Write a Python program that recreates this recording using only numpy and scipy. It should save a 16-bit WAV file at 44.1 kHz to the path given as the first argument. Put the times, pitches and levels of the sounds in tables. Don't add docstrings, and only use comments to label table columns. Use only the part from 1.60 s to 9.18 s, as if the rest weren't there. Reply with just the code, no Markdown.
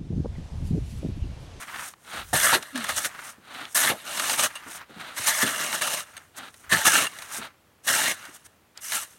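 import sys
import numpy as np
from scipy import signal
from scipy.fft import rfft, irfft, next_fast_len
from scipy.io import wavfile
from scipy.ndimage import uniform_filter1d

SR = 44100
rng = np.random.default_rng(int(sys.argv[2]) if len(sys.argv) > 2 else 0)


def digitize_waveform(pressure):
    field = np.atleast_2d(pressure).T
    bounded = np.clip(field, -1, 1)
    quanta = np.round(bounded * 32767).astype(np.int16)
    wavfile.write(sys.argv[1], SR, quanta)


N = 334278
TIME_S = np.arange(N) / SR

# (frequency [Hz], relative density [dB per Hz])
AIR_SPECTRUM = [(15, -50.5), (40, -28), (90, -11.5), (130, -17), (1400, -24.5), (3000, -31), (5000, -36),
                (16000, -38.5)]
PUFF_SPECTRUM = [(20, -20), (55, 4), (90, 3), (300, -24)]
SWISH_SPECTRUM = [(40, -18), (240, -9.5), (400, -15.5), (900, -3), (1400, 2.5), (2000, -1.5), (3000, -9),
                  (8000, -26)]
RUSTLE_SPECTRUM = [(40, -23), (100, -15), (240, -4), (420, -13.5), (700, 0.5), (1050, -2), (1330, 5),
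                   (2500, -4), (3900, -3), (5000, -15.5), (8000, -39)]
FIZZ_SPECTRUM = [(2820, -44), (4800, -10.5), (5780, -3.5), (6660, -2.5), (7480, -5), (8400, -1.5),
                 (8960, 0.5), (10400, -7.5), (11700, -6.5), (15100, -16.5), (16000, -13)]
CRUNCH_SPECTRUM = [(25, -38), (110, -8.5), (250, -2), (500, -7), (1200, -32.5)]
GRINDING_SPECTRUM = [(300, -38.5), (550, -0.5), (1200, 1.5), (4200, -4.5), (5200, -11.5), (8000, -36)]
# (frequency [Hz], width [Hz], gain [dB])
BLADE_MODES = [(1757, 283, 3), (2165, 150, 4.5), (2875, 710, -5.5), (3440, 100, 5.5), (3890, 1130, -2.5),
               (623, 118, -3), (880, 47, 1.5), (1182, 285, -0.5), (1303, 166, 6.5)]
# (frequency [Hz], width [Hz], gain [dB])
EDGE_MODES = [(2790, 121.5, 3), (4810, 100, -14), (6520, 170, -7.5), (8380, 180, -8), (9580, 400, -14.5)]
# (peak time [s], length [s], level [dB])
WIND_PUFFS = [(0.64, 0.13, -49), (0.81, 0.27, -46), (1.34, 0.17, -50), (5.14, 0.12, -49)]
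# (peak time [s], length [s], level [dB])
SWINGS = [(0.028, 0.076, -40.5), (.093, 0.034, -39), (.147, 0.069, -37), (0.21, 0.14, -37),
          (1.61, 0.27, -42), (2.95, 0.48, -45.5), (3.1, 0.076, -42), (3.21, 0.08, -42), (4.56, 0.21, -51.5),
          (5.07, 0.055, -47.5), (5.62, 0.13, -47.5), (5.765, 0.28, -44), (6.65, 0.15, -45)]
# (peak time [s], length [s], level [dB])
STEPS = [(0.585, 0.13, -34), (2.01, 0.18, -37.5), (3.32, 0.056, -51), (3.415, 0.033, -36.5),
         (3.49, 0.2, -40.5), (4.8, 0.058, -41.5), (4.86, 0.098, -42), (5.845, 0.086, -37),
         (7.19, 0.045, -49)]
# (peak time [s], length [s], level [dB])
SPRAYS = [(0.025, 0.036, -41), (0.1, 0.22, -51.5), (0.265, 0.16, -40.5), (0.55, 0.18, -55),
          (0.71, 0.075, -49.5), (1.69, 0.12, -43.5), (2.13, 0.053, -47.5), (3.155, 0.1, -40),
          (4.785, 0.023, -39.5), (5.02, 0.17, -56.5), (5.64, 0.17, -48.5), (5.77, 0.08, -33),
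          (6.762, 0.039, -46.5), (6.865, 0.023, -47.5), (7.5, 0.24, -56.5)]
# (time [s], peak [dB], pitch [Hz])
GRIT_SNAPS = [(0.083, -36, 1490), (0.337, -35.5, 1290), (0.581, -26, 1840), (2.053, -25, 2530),
              (3.398, -34, 1490), (7.175, -27.5, 4440)]
# (time [s], length [s], attack [s],
# grinding [dB], its change over the push [dB], fizz [dB], its change over the push [dB],
# lift of the main blade mode [dB], load crunch re grinding [dB], zing on glazed ice re fizz [dB],
# edge strip re grinding [dB], lift of the blade's low tones [dB])
PUSHES = [(0.728, 0.21, 0.0075, -27, 3.5, -24.5, -3, 4, -21.5, -4.5, -20, -1),
          (1.142, 0.319, 0.013, -35.5, -2, -44.5, 13, 1, -17.5, -34, -20, 2.5),
          (2.145, 0.16, 0.007, -27.5, 4.5, -21, -7.5, 2, -19.5, 0.5, -22, -1.5),
          (2.424, 0.32, 0.057, -38, 10, -40.5, 16, -2, -16.5, -45, -12.5, 3.5),
          (3.533, 0.3, 0.12, -34, 6.5, -33, 7, 1.5, -25, -10.5, -27, -0.5),
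          (3.854, 0.34, 0.017, -32.5, -3, -32, -2.5, 0, -16.5, -22, -10.5, 2),
          (4.206, .2, 0.012, -27, -9, -27, -6, 0, -18, -26, -9, 6),
          (5.092, .15, 0.042, -21, -10.5, -24.5, -7, 2.5, -23, -17.5, -20.5, 1),
          (5.237, 0.21, 0.02, -25.5, 0.5, -21.5, -5.5, 0.5, -15.5, -20, -10.5, -1),
          (6.264, 0.25, 0.018, -25, -3.5, -21.5, -5.5, 2, -16, -20, -9.5, 2.5),
          (7.202, 0.23, 0.046, -44.5, 5.5, -35, -0.5, -0.5, -22, -9, -11, -12)]
# (peak time [s], length [s], grinding [dB], fizz [dB])
BITES = [(0.851, 0.092, -26, -22.5), (0.947, 0.049, -21, -25.5), (1.302, 0.036, -30.5, -30.5),
         (1.378, 0.029, -26.5, -22), (1.455, 0.029, -28, -24.5), (2.176, 0.012, -29, -23.5),
         (2.244, 0.03, -23.5, -36), (2.3, 0.014, -22.5, -42), (2.799, 0.041, -24.5, -20.5),
         (2.842, 0.048, -22.5, -20), (3.583, 0.031, -29, -31.5), (3.685, 0.041, -22.5, -18.5),
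         (3.829, 0.032, -24, -25), (3.876, 0.059, -27, -29.5), (4.022, 0.11, -30.5, -32.5),
         (4.148, 0.029, -28, -26.5), (4.34, 0.031, -30.5, -28), (5.131, 0.03, -30, -25),
         (5.272, 0.036, -18.5, -15), (5.363, 0.08, -22, -22.5), (6.261, 0.034, -43, -37),
         (7.35, 0.075, -31, -27)]
# (time [s], peak [dB], pitch [Hz])
THUDS = [(0.73, -15.5, 656), (0.736, -21.5, 153), (0.927, -14.5, 890), (0.95, -19.5, 330),
         (1.457, -36, 634), (1.779, -43, 160), (2.30, -19.5, 630), (2.317, -28, 227), (3.063, -39, 330),
         (3.295, -41.5, 216), (3.361, -38.5, 170), (3.595, -37, 110), (3.828, -19.5, 225),
         (5.124, -21, 165), (5.134, -25.5, 88), (5.784, -34, 218), (6.685, -44, 280)]
# (time [s], peak [dB])
CRACKS = [(0.754, -12), (1.026, -23.5), (1.157, -20.5), (1.176, -20), (1.2416, -20), (1.291, -15),
          (2.148, -32), (2.574, -18), (2.596, -13), (2.639, -18.5), (2.68, -22), (2.696, -11.5),
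          (2.732, -18), (2.7856, -25), (2.794, -14), (3.565, -30), (3.8234, -13), (4.127, -16.5),
          (4.2193, -15), (4.274, -16), (4.941, -37.5), (5.127, -11), (5.334, -12), (5.379, -19),
          (5.5868, -25.5), (5.6216, -24.5), (6.278, -14), (6.287, -14), (6.652, -29), (7.222, -49),
          (7.3204, -15.5)]
# (time [s], length [s], first pitch [Hz], last pitch [Hz], level before roughness [dB])
SQUEALS = [(1.124, 0.15, 274, 173, -31), (5.109, 0.054, 1780, 1750, -17.5),
           (5.246, .095, 1763, 1525, -17.5)]
# (time [s], peak [dB], contact decay [s])
RATTLES = [(2.9538, -24, .012), (2.965, -30, 0.01), (4.567, -26, 0.0034), (4.577, -27, 0.0019),
           (5.4679, -16, 0.0031)]

AIR_DB = -61
GUST_RISE, SWING_RISE, STEP_RISE, SPRAY_RISE, BITE_RISE = 0.56, 0.59, 0.65, 0.72, 0.47
SOLE_FIZZ_DB, SOLE_CRUNCH_DB = -13, -16
CLODS_DB = -4
RELEASE_S = 0.018
CRUMBLE_DB, CRUMBLE_S = -21.5, 0.25
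LOW_TONES_HZ = 750
CUTOFF_HZ = 15900


def from_db(db):
    return 10 ** (np.asarray(db) / 20)


def rms_one(x):
    return x / np.sqrt(np.mean(x ** 2) + 1e-20)


def drift(rate_hz):
    knots = rng.standard_normal(8192)
    return rms_one(np.interp(TIME_S * rate_hz, np.arange(len(knots)), knots))


def coloured(x, spectrum):
    size = next_fast_len(len(x) // 2 + 2048) * 2
    hz, db = np.transpose(spectrum)
    log_hz = np.log(np.maximum(np.arange(size // 2 + 1) * SR / size, 1))
    gain = from_db(np.interp(log_hz, np.log(hz), db))
    cepstrum = irfft(np.log(gain))
    cepstrum[1:size // 2] *= 2
    cepstrum[size // 2 + 1:] = 0
    response = np.exp(rfft(cepstrum))
    return irfft(rfft(x, size) * response)[:len(x)]


def resonance(x, hz, width_hz):
    r = np.exp(-np.pi * width_hz / SR)
    zeros = np.array([1, 0, -1]) * (1 - r * r) / 2
    poles = [1, -2 * r * np.cos(2 * np.pi * hz / SR), r * r]
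    return signal.lfilter(zeros, poles, x)


def grains(per_s, spread_db):
    sizes = from_db(spread_db * np.minimum(rng.exponential(1, N), 4))
    signs = rng.choice([-1, 1], N)
    return rms_one(sizes * signs * (rng.random(N) < per_s / SR))


def clumps(rate_hz, depth_db):
    gain = from_db(depth_db * drift(rate_hz))
    return gain / np.sqrt(uniform_filter1d(gain ** 2, size=2205))


def burst(decay_s):
    t = TIME_S[:SR // 5]
    return rng.standard_normal(len(t)) * np.exp(-t / decay_s)


def add(out, time_s, peak_db, sound):
    start = max(round(time_s * SR), 0)
    part = out[start:start + len(sound)]
    scaled = from_db(peak_db) * sound / np.max(np.abs(sound))
    part += scaled[:len(part)]


def swells(rows, rise):
    power, rise = np.zeros(N), np.clip(rise, .1, .9)
    for peak_s, length_s, db in rows:
        near = np.abs(TIME_S - peak_s) < 3 * length_s
        t = TIME_S[near] - peak_s
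        side_s = length_s * np.where(t < 0, rise, 1 - rise)
        power[near] += (from_db(db) * np.exp(-(t / side_s) ** 2)) ** 2
    return np.sqrt(power)


def outdoors():
    hush = rms_one(coloured(rng.standard_normal(N), AIR_SPECTRUM))
    wind = rms_one(coloured(rng.standard_normal(N), PUFF_SPECTRUM))
    return from_db(AIR_DB) * hush + swells(WIND_PUFFS, GUST_RISE) * wind


def swinging():
    swing = swells(SWINGS, SWING_RISE)
    step = swells(STEPS, STEP_RISE)
    spray = swells(SPRAYS, SPRAY_RISE)
    rubbing = clumps(rate_hz=67, depth_db=2.5) * grains(per_s=2500, spread_db=1.0)
    sleeves = rms_one(coloured(rubbing, SWISH_SPECTRUM))
    scuffing = clumps(rate_hz=120, depth_db=1.5) * grains(per_s=3500, spread_db=-2.0)
    boots = rms_one(coloured(scuffing, RUSTLE_SPECTRUM))
    falling = clumps(rate_hz=87, depth_db=1.5) * grains(per_s=8100, spread_db=3.0)
    snow = rms_one(coloured(falling, FIZZ_SPECTRUM))
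    clods = rms_one(coloured(grains(per_s=1200, spread_db=-1.0), RUSTLE_SPECTRUM))
    packing = clumps(rate_hz=46, depth_db=4.0) * grains(per_s=900, spread_db=2.5)
    soles = rms_one(coloured(packing, CRUNCH_SPECTRUM))
    steps = boots + from_db(SOLE_FIZZ_DB) * snow + from_db(SOLE_CRUNCH_DB) * soles
    return swing * sleeves + step * steps + spray * (snow + from_db(CLODS_DB) * clods)


def grit():
    out = np.zeros(N)
    for time_s, db, hz in GRIT_SNAPS:
        snap = resonance(burst(decay_s=.002), hz, width_hz=hz)
        add(out, time_s, db, resonance(snap, hz, width_hz=hz))
    return out


def push(start_s, length_s, attack_s, db, change_db):
    t = np.maximum(TIME_S - start_s, 0)
    after = np.clip(t - length_s, 0, 2)
    crumble = from_db(CRUMBLE_DB) * np.exp(-(after / CRUMBLE_S) ** 2)
    release = np.maximum(np.exp(-after / RELEASE_S), crumble)
    hold = from_db(db + change_db * np.minimum(t / length_s, 1))
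    return np.minimum(t / attack_s, 1) * hold * release


def effort():
    grind = swells([(s, length, db) for s, length, db, _ in BITES], BITE_RISE) ** 2
    fizz = swells([(s, length, db) for s, length, _, db in BITES], BITE_RISE) ** 2
    for s, length, attack, grind_db, grind_change_db, fizz_db, fizz_change_db, *_ in PUSHES:
        grind += push(s, length, attack, grind_db, grind_change_db) ** 2
        fizz += push(s, length, attack, fizz_db, fizz_change_db) ** 2
    return np.sqrt(grind), np.sqrt(fizz)


def blade(force, direct_db, lifts=np.ones(len(BLADE_MODES))):
    modes = sorted(zip(BLADE_MODES, lifts), key=lambda mode: mode[0][0])
    ringing = 0
    for k, ((hz, width_hz, db), lift) in enumerate(modes):
        ringing = ringing + (-1) ** k * from_db(db) * resonance(lift * force, hz, width_hz)
    return coloured(ringing + from_db(direct_db) * force, GRINDING_SPECTRUM)


def edge(force, damping=1):
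    return sum(from_db(db) * resonance(force, hz, width_hz * damping)
               for hz, width_hz, db in EDGE_MODES)


def chinks(clicks, width_hz, count):
    dealt = rng.integers(0, count, N)
    pitches_hz = np.geomspace(4000, 14000, count) * rng.uniform(.98, 1.02, count)
    return rms_one(sum(resonance(clicks * (dealt == k) + 1e-18, hz, width_hz)
                       for k, hz in enumerate(pitches_hz)))


def scraping():
    grind, fizz = effort()
    starts_s, *_, main_db, load_db, zing_db, edge_db, low_db = np.transpose(PUSHES)
    current = np.maximum(np.searchsorted(starts_s, TIME_S) - 1, 0)
    slips = clumps(rate_hz=300, depth_db=1.0) * clumps(rate_hz=73, depth_db=0.6)

    lifts = [from_db(2.6 * drift(rate_hz=32)) for _ in BLADE_MODES]
    lifts[0] = lifts[0] * from_db(main_db)[current]
    fine_grit = slips * grains(per_s=4000, spread_db=-0.5)
    coarse_chips = grains(per_s=260, spread_db=2.5)
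    force = fine_grit + from_db(-5.5) * coarse_chips
    plate = rms_one(blade(force, direct_db=-11.0, lifts=lifts))
    lowpass = signal.butter(2, LOW_TONES_HZ, fs=SR, output="sos")
    low_lift = (from_db(low_db)[current] - 1) * signal.sosfiltfilt(lowpass, plate)
    strip = from_db(edge_db)[current] * rms_one(edge(force))
    body = grind * (plate + low_lift + strip)

    powder = clumps(rate_hz=640, depth_db=1.06) * grains(per_s=14000, spread_db=1.5)
    splinters = chinks(slips * grains(per_s=1500, spread_db=2.5), width_hz=90, count=44)
    shatter = rms_one(coloured(slips * powder + .55 * splinters, FIZZ_SPECTRUM))
    zing = from_db(zing_db)[current] * resonance(shatter, hz=11400, width_hz=2900)
    crystals = fizz * (from_db(-2.0) * shatter + zing)

    packing = slips * grains(per_s=2600, spread_db=-0.5)
    crunch = rms_one(coloured(packing, CRUNCH_SPECTRUM))
    return body + crystals + grind * from_db(load_db)[current] * crunch


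def thuds():
    out = np.zeros(N)
    band = signal.butter(2, [60, 950], "band", fs=SR, output="sos")
    for time_s, db, hz in THUDS:
        force = burst(decay_s=0.021)
        boom = signal.sosfilt(band, resonance(force, hz, width_hz=0.49 * hz))
        add(out, time_s, db, boom + from_db(-8.5) * coloured(force, CRUNCH_SPECTRUM))
    return out


def cracks():
    out = np.zeros(N)
    for time_s, db in CRACKS:
        force = burst(decay_s=.0055)
        shatter = from_db(-6.0) * coloured(force, FIZZ_SPECTRUM)
        add(out, time_s, db, blade(force, direct_db=-12.5) + shatter)
    return out


def squeals():
    out = np.zeros(N)
    waver = .028 * drift(rate_hz=250)
    rough = from_db(3.5 * drift(rate_hz=160))
    for start_s, length_s, first_hz, last_hz, db in SQUEALS:
        now = (TIME_S >= start_s) & (TIME_S < start_s + length_s)
        u = (TIME_S[now] - start_s) / length_s
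        pitch_hz = (first_hz + (last_hz - first_hz) * u ** 1.3) * (1 + waver[now])
        phase = 2 * np.pi * np.cumsum(pitch_hz) / SR
        tone = np.sin(phase) + from_db(-24) * np.sin(2 * phase)
        swell = np.sin(np.pi * u ** .7) ** 2
        out[now] += from_db(db) * rough[now] * swell * tone
    return out


def rattles():
    out = np.zeros(N)
    for time_s, db, contact_s in RATTLES:
        force = burst(decay_s=contact_s)
        clack = blade(force, direct_db=-9) + from_db(-11) * coloured(force, FIZZ_SPECTRUM)
        add(out, time_s, db, clack + from_db(13) * edge(force, damping=.6))
    return out


def scene():
    shoveller = swinging() + grit()
    shovel = scraping() + thuds() + cracks() + squeals() + rattles()
    return (outdoors() + shoveller + shovel)[None]


def record(dry):
    lowpass = signal.ellip(10, .2, 80, CUTOFF_HZ, fs=SR, output="sos")
    return signal.sosfilt(lowpass, dry)


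dry = scene()
out = record(dry)
digitize_waveform(out)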